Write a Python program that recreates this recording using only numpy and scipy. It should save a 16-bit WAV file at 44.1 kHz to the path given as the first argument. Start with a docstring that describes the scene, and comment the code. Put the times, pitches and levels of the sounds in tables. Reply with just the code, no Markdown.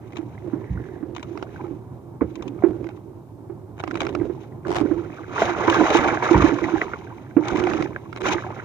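"""The hollow hull of a small outrigger knocks, booms and creaks as a fisherman hauls a handline. His shifting
weight rings hull and floor boards; loaded joints slip in jerks; waves thump the planks. The line ticks through
his hands. Over a calm sea, water laps, then splashes and gurgles as the catch comes up: ringing bubbles, churn
and spray. Water, line and the grit of rasping joints reach a hull-mounted microphone through two air ports, the
rest of the boat's sounds through the mount."""
import sys
import numpy as np
from scipy import signal
from scipy.fft import rfft, irfft, next_fast_len
from scipy.io import wavfile
from scipy.ndimage import uniform_filter1d, minimum_filter1d, map_coordinates

SR = 44100
rng = np.random.default_rng(int(sys.argv[2]) if len(sys.argv) > 2 else 0)


def transcribe(signal):
    """Save signal, clipped to [-1, 1], as a 16-bit WAV file at the path in sys.argv[1]."""
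    frames = np.atleast_2d(signal).T
    limited = np.clip(frames, -1, 1)
    pcm = np.round(limited * 32767).astype(np.int16)
    wavfile.write(sys.argv[1], SR, pcm)


N = 381112

# Spectral outlines: f/Hz, relative density/dB
SEA_SPECTRUM = [(35, -35.5), (62, -8.5), (115, 10.5), (180, -5), (380, -13), (900, -11.5), (2500, -54),
                (15000, -54.5)]
FRICTION_SPECTRUM = [(80, -21), (700, 15), (2300, -3.5), (3500, -8.5), (6500, -15), (9000, -25),
                     (15000, -40.5)]
TICK_SPECTRUM = [(300, -19), (1000, 16), (1900, -2.5), (2900, 3.5), (4500, -4.5), (7000, -6.5),
                 (11000, -34.5), (15000, -26.5)]
SPLASH_SPECTRUM = [(150, -22.5), (500, 1), (800, 7.5), (1500, 1), (3200, -19.5), (5000, -45.5),
                   (15000, -49.5)]
SPRAY_SPECTRUM = [(800, -7), (2400, -4), (4300, -6.5), (6700, -8.5), (8300, -27.5), (15000, -31.5)]
CLACK_SPECTRUM = [(150, -12), (550, 5.5), (1400, -4.5), (2300, -15.5), (6000, -72)]
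THUMP_SPECTRUM = [(60, -21), (190, 0.5), (310, 6.5), (490, 3), (780, -25.5), (4000, -82)]
# Hull and floor board modes: f/Hz, level/dB, t60/s
HULL_MODES = [(124.4, -20, 0.18), (199, -11.5, 0.048), (312.5, -2, 0.27), (342.7, 12.5, 0.1),
              (384.2, -0.5, 0.18), (487.6, -7.5, 0.1)]
BOARD_MODES = [(70.6, -3.5, 0.48), (95.5, -1, 0.24), (116.6, -5.5, 0.37), (182, -8, 0.25)]
# Joint resonances: f/Hz, level/dB, left minus right/dB
JOINT_MODES = [(810, 1, 0), (1397, 14, -14), (2220, 9.5, -17), (3690, -7, 7), (5030, -5.5, 22)]
# Microphone ports: f/Hz, left gain/dB, right gain/dB, left phase lead/rad
PORT_RESPONSE = [(101, 0.5, 1.5, 0), (380, 6, 12.5, -0.5), (530, -1.5, 0.5, -0.5), (920, 0.5, 0.5, 0.94),
                 (1120, 1, 4.5, -1.5), (1904, 1, 9, -1.5), (2430, 14, 11, 2), (3230, 7, 1, 5.5),
                 (3944, 12.5, -16, -1.5), (4280, -2.5, -3.5, 0.5), (6520, 9.5, -12.5, 3.5),
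                 (8600, -9.5, 9, 10), (14000, 5, -9.5, 6.5)]

# Event levels are relative within each table.
# Arm sweeps: middle t/s, length/s, level/dB, centre f/Hz
ARM_SWEEPS = [(0.79, 0.81, -61.5, 1800)]
# Gritty rasps of loaded joints sticking and slipping: middle t/s, length/s, level/dB
CREAK_RASPS = [(0.165, 0.17, -44), (1.188, 0.06, -40.5), (3.8, 0.079, -40), (4.01, 0.4, -42),
               (4.785, 0.091, -35), (7.54, 0.22, -37.5), (8.21, 0.21, -38)]
# Line ticks and spits of spray: t/s, level/dB
SNAPS = [(0.169, -36.5), (1.15, -44.5), (1.164, -32), (1.2284, -38), (2.3556, -43), (2.424, -38),
         (2.4786, -42), (4.005, -28), (4.7617, -27.5), (5.699, -18), (5.903, -24.5), (5.9434, -26),
         (5.971, -24), (7.4832, -30), (7.5707, -32.5)]
# Surges, from laps to the thrashing catch; the row at 3.8 s is a soft scuffing swell under the creaks: start
# t/s, rise/s, length/s, level/dB
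WATER_SURGES = [(0, 0.02, 0.97, -48), (1.15, 0.025, 0.54, -45.5), (2.2, 0.03, 0.76, -49),
                (3.8, 0.024, 0.66, -45.5), (4.63, 0.017, 0.66, -42), (5.23, 0.16, 0.28, -28),
                (5.53, .06, .15, -28), (5.64, 0.04, 0.47, -25), (6.22, 0.0077, 0.26, -26.5),
                (6.55, 0.09, .28, -33.5), (7.35, 0.11, 0.46, -32.5), (8.21, .045, 0.12, -28),
                (8.4, 0.12, 0.26, -42)]
# Spray thrown by the catch: middle t/s, length/s, level/dB
SPRAY_SHEETS = [(5.41, 0.09, -41), (5.96, 0.06, -33.5), (8.295, 0.16, -37)]
# Gliding air pockets: start t/s, length/s, level/dB, start f/Hz, end f/Hz
POCKET_GULPS = [(1.586, 0.035, -35, 862, 920), (5.361, .11, -24, 1450, 471.7)]
# Water slaps: t/s, level/dB, bubble f/Hz
WATER_PLOPS = [(2.21, -22, 1067), (2.623, -24, 712), (5.381, -17.5, 1380), (5.419, -6.5, 664),
               (5.495, -17, 710), (5.68, -9.5, 990), (5.728, -16, 1600), (5.809, -11, 690),
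               (5.902, -13, 610), (5.951, -5.5, 832), (6.173, -19, 1560), (6.224, -13, 923),
               (6.345, -7, 900), (6.423, -11, 1006), (6.587, -20, 1060), (6.641, -21.5, 1960),
               (6.685, -19.5, 1034), (6.816, -14.5, 1904), (6.935, -20.5, 1386), (7.367, -18.5, 702),
               (7.671, -13, 746), (7.962, -22, 1570), (8.257, -17, 1020), (8.465, -24.5, 800),
               (8.504, -24, 863)]
# Weight shifts loading the hull: start t/s, length/s, level/dB
WEIGHT_SHIFTS = [(0.404, 1.31, -41), (2.195, 0.66, -40), (2.641, 0.073, -28.5), (3.85, 0.42, -32),
                 (4.64, 0.3, -28), (5.664, 0.46, -29), (6.283, 0.25, -24), (6.604, 0.15, -31),
                 (7.502, 0.34, -28.5), (8.18, 0.16, -31.5)]
# Joint slips: t/s, level/dB
JOINT_SLIPS = [(1.3742, -28.5), (1.4257, -24), (2.842, -33.5), (2.868, -37.5), (2.889, -33), (3.837, -20.5),
               (3.876, -24), (3.9101, -22.5), (3.954, -22.5), (4.0163, -16.5), (4.067, -19.5),
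               (4.1497, -19.5), (7.5995, -23), (7.638, -22), (7.668, -22), (7.6983, -22), (7.7339, -18.5),
               (7.8235, -17.5), (8.1273, -28), (8.161, -25)]
# Waves hitting the planks: t/s, level/dB
WAVE_HITS = [(2.214, -9.5), (5.42, -17.5), (5.809, -9), (7.366, -13.5)]
# Heavy steps on the boards: t/s, level/dB
FOOTFALLS = [(.703, -15.5), (0.739, -18), (2.213, -24), (6.349, -8.5), (6.386, -10.5)]
# Blows on the hull: t/s, level/dB, blow f/Hz
HULL_BLOWS = [(0.189, -26.5, 318), (0.534, -19.5, 282), (1.029, -24.5, 290), (2.216, -13, 274),
              (2.639, -8, 390), (3.499, -30.5, 403), (4.213, -22, 410), (4.299, -21, 440),
              (4.812, -13, 320), (4.852, -17, 305), (4.912, -15, 320), (5.677, -15.5, 334),
              (5.807, -13, 320), (5.949, -11, 336), (6.312, -6.5, 355), (6.442, -6.5, 298),
              (6.738, -15.5, 333), (7.368, -4, 289)]

SURGE_T60_S, AFTERWASH_T60_S, AFTERWASH_DB, LAPPING_DB = 0.47, 3.5, -9, -59.5
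LOAD_RISE_S, LOAD_T60_S, WATER_TO_HULL_DB, ROCKING_DB = 0.027, 0.44, -5, -50.5


def undb(db):
    """Decibels to gain."""
    return 10 ** (np.asarray(db) / 20)


def unit(x):
    """Scale to rms 1."""
    return x / np.sqrt(np.mean(x ** 2))


def peak(x):
    """Scale to peak 1."""
    return x / np.abs(x).max()


def clock(length_s):
    """Sample times in s."""
    return np.arange(int(length_s * SR)) / SR


def add(track, start_s, sound):
    """Mix a sound into a track."""
    i = max(int(start_s * SR), 0)
    track[..., i:i + sound.shape[-1]] += sound[..., :max(N - i, 0)]


def pan(left_minus_right_db):
    """Left and right gains, mean 1."""
    gains = undb([[left_minus_right_db / 2], [-left_minus_right_db / 2]])
    return gains / gains.mean()


def on_bins(table, n):
    """Columns of a frequency table on the bins of an n-point FFT."""
    hz, *columns = np.transpose(table)
    log_bins = np.log(np.arange(n // 2 + 1) * SR / n + 1)
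    return [np.interp(log_bins, np.log(hz), column) for column in columns]


def colour(x, spectrum):
    """Minimum-phase filter from a spectral outline."""
    n = 2 * next_fast_len(x.shape[-1] // 2 + 1024)
    cepstrum = irfft(np.log(undb(on_bins(spectrum, n)[0])))
    cepstrum[1:n // 2] *= 2
    cepstrum[n // 2 + 1:] = 0
    return irfft(rfft(x, n) * np.exp(rfft(cepstrum)))[..., :x.shape[-1]]


def fade(t, t60_s):
    """Exponential decay."""
    return np.exp(-np.log(1000) * t / t60_s)


def burst(t, spectrum, t60_s, stereo=False):
    """Decaying coloured noise, peak 1."""
    noise = rng.standard_normal((2, len(t)) if stereo else len(t))
    return peak(colour(noise * fade(t, t60_s), spectrum))


def ring(modes, t, detune=0.):
    """Sum of damped modes with optional random detuning."""
    out = np.zeros(len(t))
    for hz, db, t60_s in modes:
        hz *= 1 + detune * rng.standard_normal()
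        out += undb(db) * fade(t, t60_s) * np.sin(2 * np.pi * hz * t)
    return out


def wander(rate_hz):
    """Gaussian values joined by ramps."""
    return np.interp(np.arange(N) / SR * rate_hz, np.arange(4096), rng.standard_normal(4096))


def patter(rate_hz, spread_db):
    """Random impulses of uneven size."""
    hits = rng.random(N) < rate_hz / SR
    return hits * rng.choice([-1, 1], N) * undb(spread_db * rng.standard_normal(N))


def centred_noise():
    """Stereo noise, nearly alike on both sides."""
    return rng.standard_normal(N) + .35 * rng.standard_normal((2, N))


def swells(events):
    """Gain with one Hann swell per event."""
    gain = np.zeros(N)
    for middle_s, length_s, db in events:
        add(gain, middle_s - length_s / 2, undb(db) * np.hanning(int(length_s * SR)))
    return gain


def envelope(events, t60_s):
    """Gain that rises, holds and decays per event; overlaps add in power."""
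    power, t = np.zeros(N), np.arange(N) / SR
    for start_s, rise_s, length_s, db in events:
        rise = np.clip((t - start_s) / rise_s, 0, 1) ** 2
        decay = fade(np.maximum(t - start_s - length_s, 0), t60_s)
        power += (undb(db) * rise * decay) ** 2
    return np.sqrt(power)


def sea(level_db=-42):
    """Low, restless wash of the open sea."""
    wash = centred_noise() * undb(wander(rate_hz=3) + 2 * wander(rate_hz=20))
    return undb(level_db) * unit(colour(wash, SEA_SPECTRUM))


def swishes(sigma_octaves=0.16):
    """Line and sleeve rub as the arms sweep: a swell of narrow hiss."""
    out = np.zeros(N)
    octaves = np.log2(np.arange(N // 2 + 1) * SR / N + 1)
    for middle_s, length_s, db, hz in ARM_SWEEPS:
        band = np.exp(-.5 * ((octaves - np.log2(hz)) / sigma_octaves) ** 2)
        hiss = unit(irfft(rfft(rng.standard_normal(N)) * band, N))
        out += swells([(middle_s, length_s, db)]) * hiss
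    return out


def rasps():
    """A loaded joint sticks and slips in quick, uneven runs of grit."""
    impulses = np.abs(patter(rate_hz=220, spread_db=3))
    slips = signal.fftconvolve(impulses, fade(clock(.03), t60_s=.011))[:N]
    return swells(CREAK_RASPS) * unit(colour(slips * rng.standard_normal(N), FRICTION_SPECTRUM))


def ticks():
    """Line and spits of spray make short, bright snaps."""
    out, t = np.zeros(N), clock(.1)
    for start_s, db in SNAPS:
        add(out, start_s, undb(db + 7.5) * burst(t, TICK_SPECTRUM, t60_s=.028))
    return out


def bubble(hz, cycles, glide):
    """A bubble swells within a cycle, then rings down with gliding pitch."""
    life_s = cycles / hz
    t = clock(life_s)
    onset = 1 - np.exp(-2 * hz * t)
    phase = 2 * np.pi * hz * t * (1 + glide * t / life_s / 2)
    return onset * fade(t, life_s) * np.sin(phase)


def water_level_db():
    """Agitation of the water: surges and their afterwash over quiet lapping."""
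    surges = envelope(WATER_SURGES, SURGE_T60_S)
    afterwash = undb(AFTERWASH_DB) * envelope(WATER_SURGES, AFTERWASH_T60_S)
    return 10 * np.log10(surges ** 2 + afterwash ** 2 + undb(LAPPING_DB) ** 2)


def water(level_db, max_bubbles=11000):
    """Calm water gurgles in single bubbles; stirring adds more bubbles, churn and spray."""
    stir = np.clip((level_db + 60) / 34, .05, 1)
    bubbles = np.zeros((2, N))
    for when, pitch, life, strength, side, threshold in rng.random((max_bubbles, 6)):
        stirred = stir[int(when * N)]
        if stirred ** 3 > threshold:
            hz = 400 * 2 ** (pitch * (3 - .5 * stirred))
            # Most pockets collapse at once; a few close cleanly and ring.
            tone = bubble(hz, cycles=9 + 40 * life ** 2, glide=.3 * rng.standard_normal())
            gain = np.sqrt(hz) * stirred ** -.6 * undb(12 * strength ** 3)
            add(bubbles, when * N / SR, gain * tone * pan(10 * (side - .5)))
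    churn = centred_noise() * undb(3.5 * wander(rate_hz=50))
    body = unit(colour(bubbles, SPLASH_SPECTRUM))
    body += undb(-3) * stir * unit(colour(churn, SPLASH_SPECTRUM))
    shared, left, right = (patter(rate_hz=5000, spread_db=4) for _ in range(3))
    drops = (shared + np.array([left, right])) * undb(3.5 * wander(rate_hz=90))
    spray_gain = undb(1.35 * level_db - 7.5) + swells(SPRAY_SHEETS)
    return undb(level_db - 5) * body + spray_gain * unit(colour(drops, SPRAY_SPECTRUM))


def gulps():
    """Water rattles an air pocket whose pitch slides as it shrinks or opens."""
    out = np.zeros(N)
    for start_s, length_s, db, start_hz, end_hz in POCKET_GULPS:
        t = clock(length_s)
        rattle = signal.fftconvolve(rng.standard_normal(len(t)), t * fade(t, t60_s=.015))[:len(t)]
        hz = np.geomspace(start_hz, end_hz, len(t))
        tone = np.sin(2 * np.pi * np.cumsum(hz) / SR)
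        add(out, start_s, undb(db) * unit(rattle * tone) * np.hanning(len(t)))
    return out


def plops():
    """Water slaps shut over an air pocket, which rings."""
    out, t = np.zeros(N), clock(.1)
    for start_s, db, hz in WATER_PLOPS:
        add(out, start_s, undb(db - 5) * burst(t, CLACK_SPECTRUM, t60_s=.059))
        add(out, start_s, undb(db + 2.5) * bubble(hz, cycles=23, glide=.076))
    return out


def ports(air):
    """Airborne sound enters two small ports, each with its own resonances and delay."""
    n = 2 * next_fast_len(N // 2 + 2048)
    left_db, right_db, lead_rad = on_bins(PORT_RESPONSE, n)
    response = undb([left_db, right_db]) * np.exp(.5j * np.array([lead_rad, -lead_rad]))
    return irfft(rfft(air, n) * response)[:, :N]


def hull_strain_db(water_db):
    """Load on the hull from feet, water and its own rocking."""
    loads = [(start_s, LOAD_RISE_S, length_s, db) for start_s, length_s, db in WEIGHT_SHIFTS]
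    feet = envelope(loads, LOAD_T60_S)
    return 10 * np.log10(feet ** 2 + undb(water_db + WATER_TO_HULL_DB) ** 2 + undb(ROCKING_DB) ** 2)


def hull_rumble(strain_db):
    """Small bumps and scuffs keep hull and boards ringing."""
    bumps = patter(rate_hz=400, spread_db=3) * undb(3.26 * wander(rate_hz=25))
    hollow = unit(signal.fftconvolve(bumps, ring(HULL_MODES, clock(.2)))[:N])
    # Pitch shifts as water climbs and leaves the planks.
    pitch_ratio = 1 + .06 * wander(rate_hz=20)
    hollow = map_coordinates(hollow, [np.cumsum(pitch_ratio)], mode="mirror")
    boards = unit(signal.fftconvolve(rng.standard_normal(N), ring(BOARD_MODES, clock(.74)))[:N])
    # Heavy boards follow the strain less than the thin sides.
    return undb(strain_db + 3.5) * hollow * pan(-12.5) + undb(.5 * strain_db - 35.5) * boards * pan(-1)


def creaks(joint_t60_s=.008, lowpass_hz=6200):
    """A loaded joint slips in jerks; each gritty burst rings the joint and nudges the hull."""
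    out, t = np.zeros((2, N)), clock(.18)
    for start_s, db in JOINT_SLIPS:
        crack = burst(t, FRICTION_SPECTRUM, t60_s=.04, stereo=True)
        modes = sum(ring([(hz, mode_db, joint_t60_s)], t, detune=.06) * pan(side_db)
                    for hz, mode_db, side_db in JOINT_MODES)
        grit = rng.standard_normal((1, len(t))) * t * fade(t, t60_s=.009)
        joint = peak(signal.fftconvolve(modes, grit)[:, :len(t)])
        hull = peak(ring(HULL_MODES, t)) * pan(-21)
        add(out, start_s, undb(db + 5.5) * joint + undb(db - 1) * crack + undb(db - 2.5) * hull)
    return signal.sosfilt(signal.butter(2, lowpass_hz, fs=SR, output="sos"), out)


def judder(start_s=4.669, length_s=.15, level_db=-16.5, first_gap_s=.013, last_gap_s=.0085):
    """The joint gives way in quickening slips: a buzzing creak that builds and fades."""
    out, t, elapsed_s = np.zeros((2, N)), clock(.05), 0.
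    while elapsed_s < length_s:
        progress = elapsed_s / length_s
        crack = burst(t, FRICTION_SPECTRUM, t60_s=.025, stereo=True)
        swell_db = -8 * (2 * progress - 1) ** 2
        add(out, start_s + elapsed_s, undb(level_db + swell_db + 2 * rng.standard_normal()) * crack)
        elapsed_s += first_gap_s + (last_gap_s - first_gap_s) * np.sqrt(progress)
    return out


def thumps():
    """A wave meets the planks flat: a short, hollow thud."""
    out, t = np.zeros(N), clock(.25)
    for start_s, db in WAVE_HITS:
        add(out, start_s, undb(db) * burst(t, THUMP_SPECTRUM, t60_s=.11))
    return out * pan(-6)


def booms():
    """Weight drops on the boards; a soft sole spreads the push, then damps them."""
    out, t = np.zeros(N), clock(.58)
    for start_s, db in FOOTFALLS:
        sole = (1 - fade(t, t60_s=.067)) * fade(t, t60_s=.33)
        add(out, start_s, undb(db) * peak(ring(BOARD_MODES, t, detune=.026) * sole))
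    return out * pan(-4)


def knocks():
    """A soft blow swings a plank briefly and rings the hull, with a dull clack at contact."""
    out, t = np.zeros((2, N)), clock(.22)
    for start_s, db, hz in HULL_BLOWS:
        blow = peak(np.sin(2 * np.pi * hz * t) * t * fade(t, t60_s=.02))
        hollow = peak(signal.fftconvolve(blow, ring(HULL_MODES, t, detune=.02))[:len(t)])
        body = peak(hollow + .5 * blow) * pan(-16.5)
        clack = burst(t, CLACK_SPECTRUM, t60_s=.11) * pan(-12)
        add(out, start_s - .002, undb(db + 4) * body + undb(db - 12) * clack)
    return out


def scene():
    """Water, line and joint rasps through the air, the rest of the boat through the mount."""
    water_db = water_level_db()
    air = water(water_db) + plops() + gulps() + ticks() + rasps() + swishes() + sea()
    boat = knocks() + thumps() + booms() + hull_rumble(hull_strain_db(water_db)) + creaks() + judder()
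    return ports(air) + boat


def record(dry):
    """Recorder: high-pass, peak limiter, faint hiss, low-pass."""
    highpass_hz, lowpass_hz, limiter_samples, hiss_db = 46, 15450, 221, -69.5
    lean = signal.sosfilt(signal.butter(4, highpass_hz, "high", fs=SR, output="sos"), dry)
    gain = minimum_filter1d(1 / np.maximum(np.abs(lean), 1), size=limiter_samples)
    limited = lean * uniform_filter1d(gain, size=limiter_samples)
    hiss = undb(hiss_db) * rng.standard_normal((2, N))
    return signal.sosfilt(signal.ellip(10, .2, 70, lowpass_hz, fs=SR, output="sos"), limited + hiss)


dry = scene()
out = record(dry)
transcribe(out)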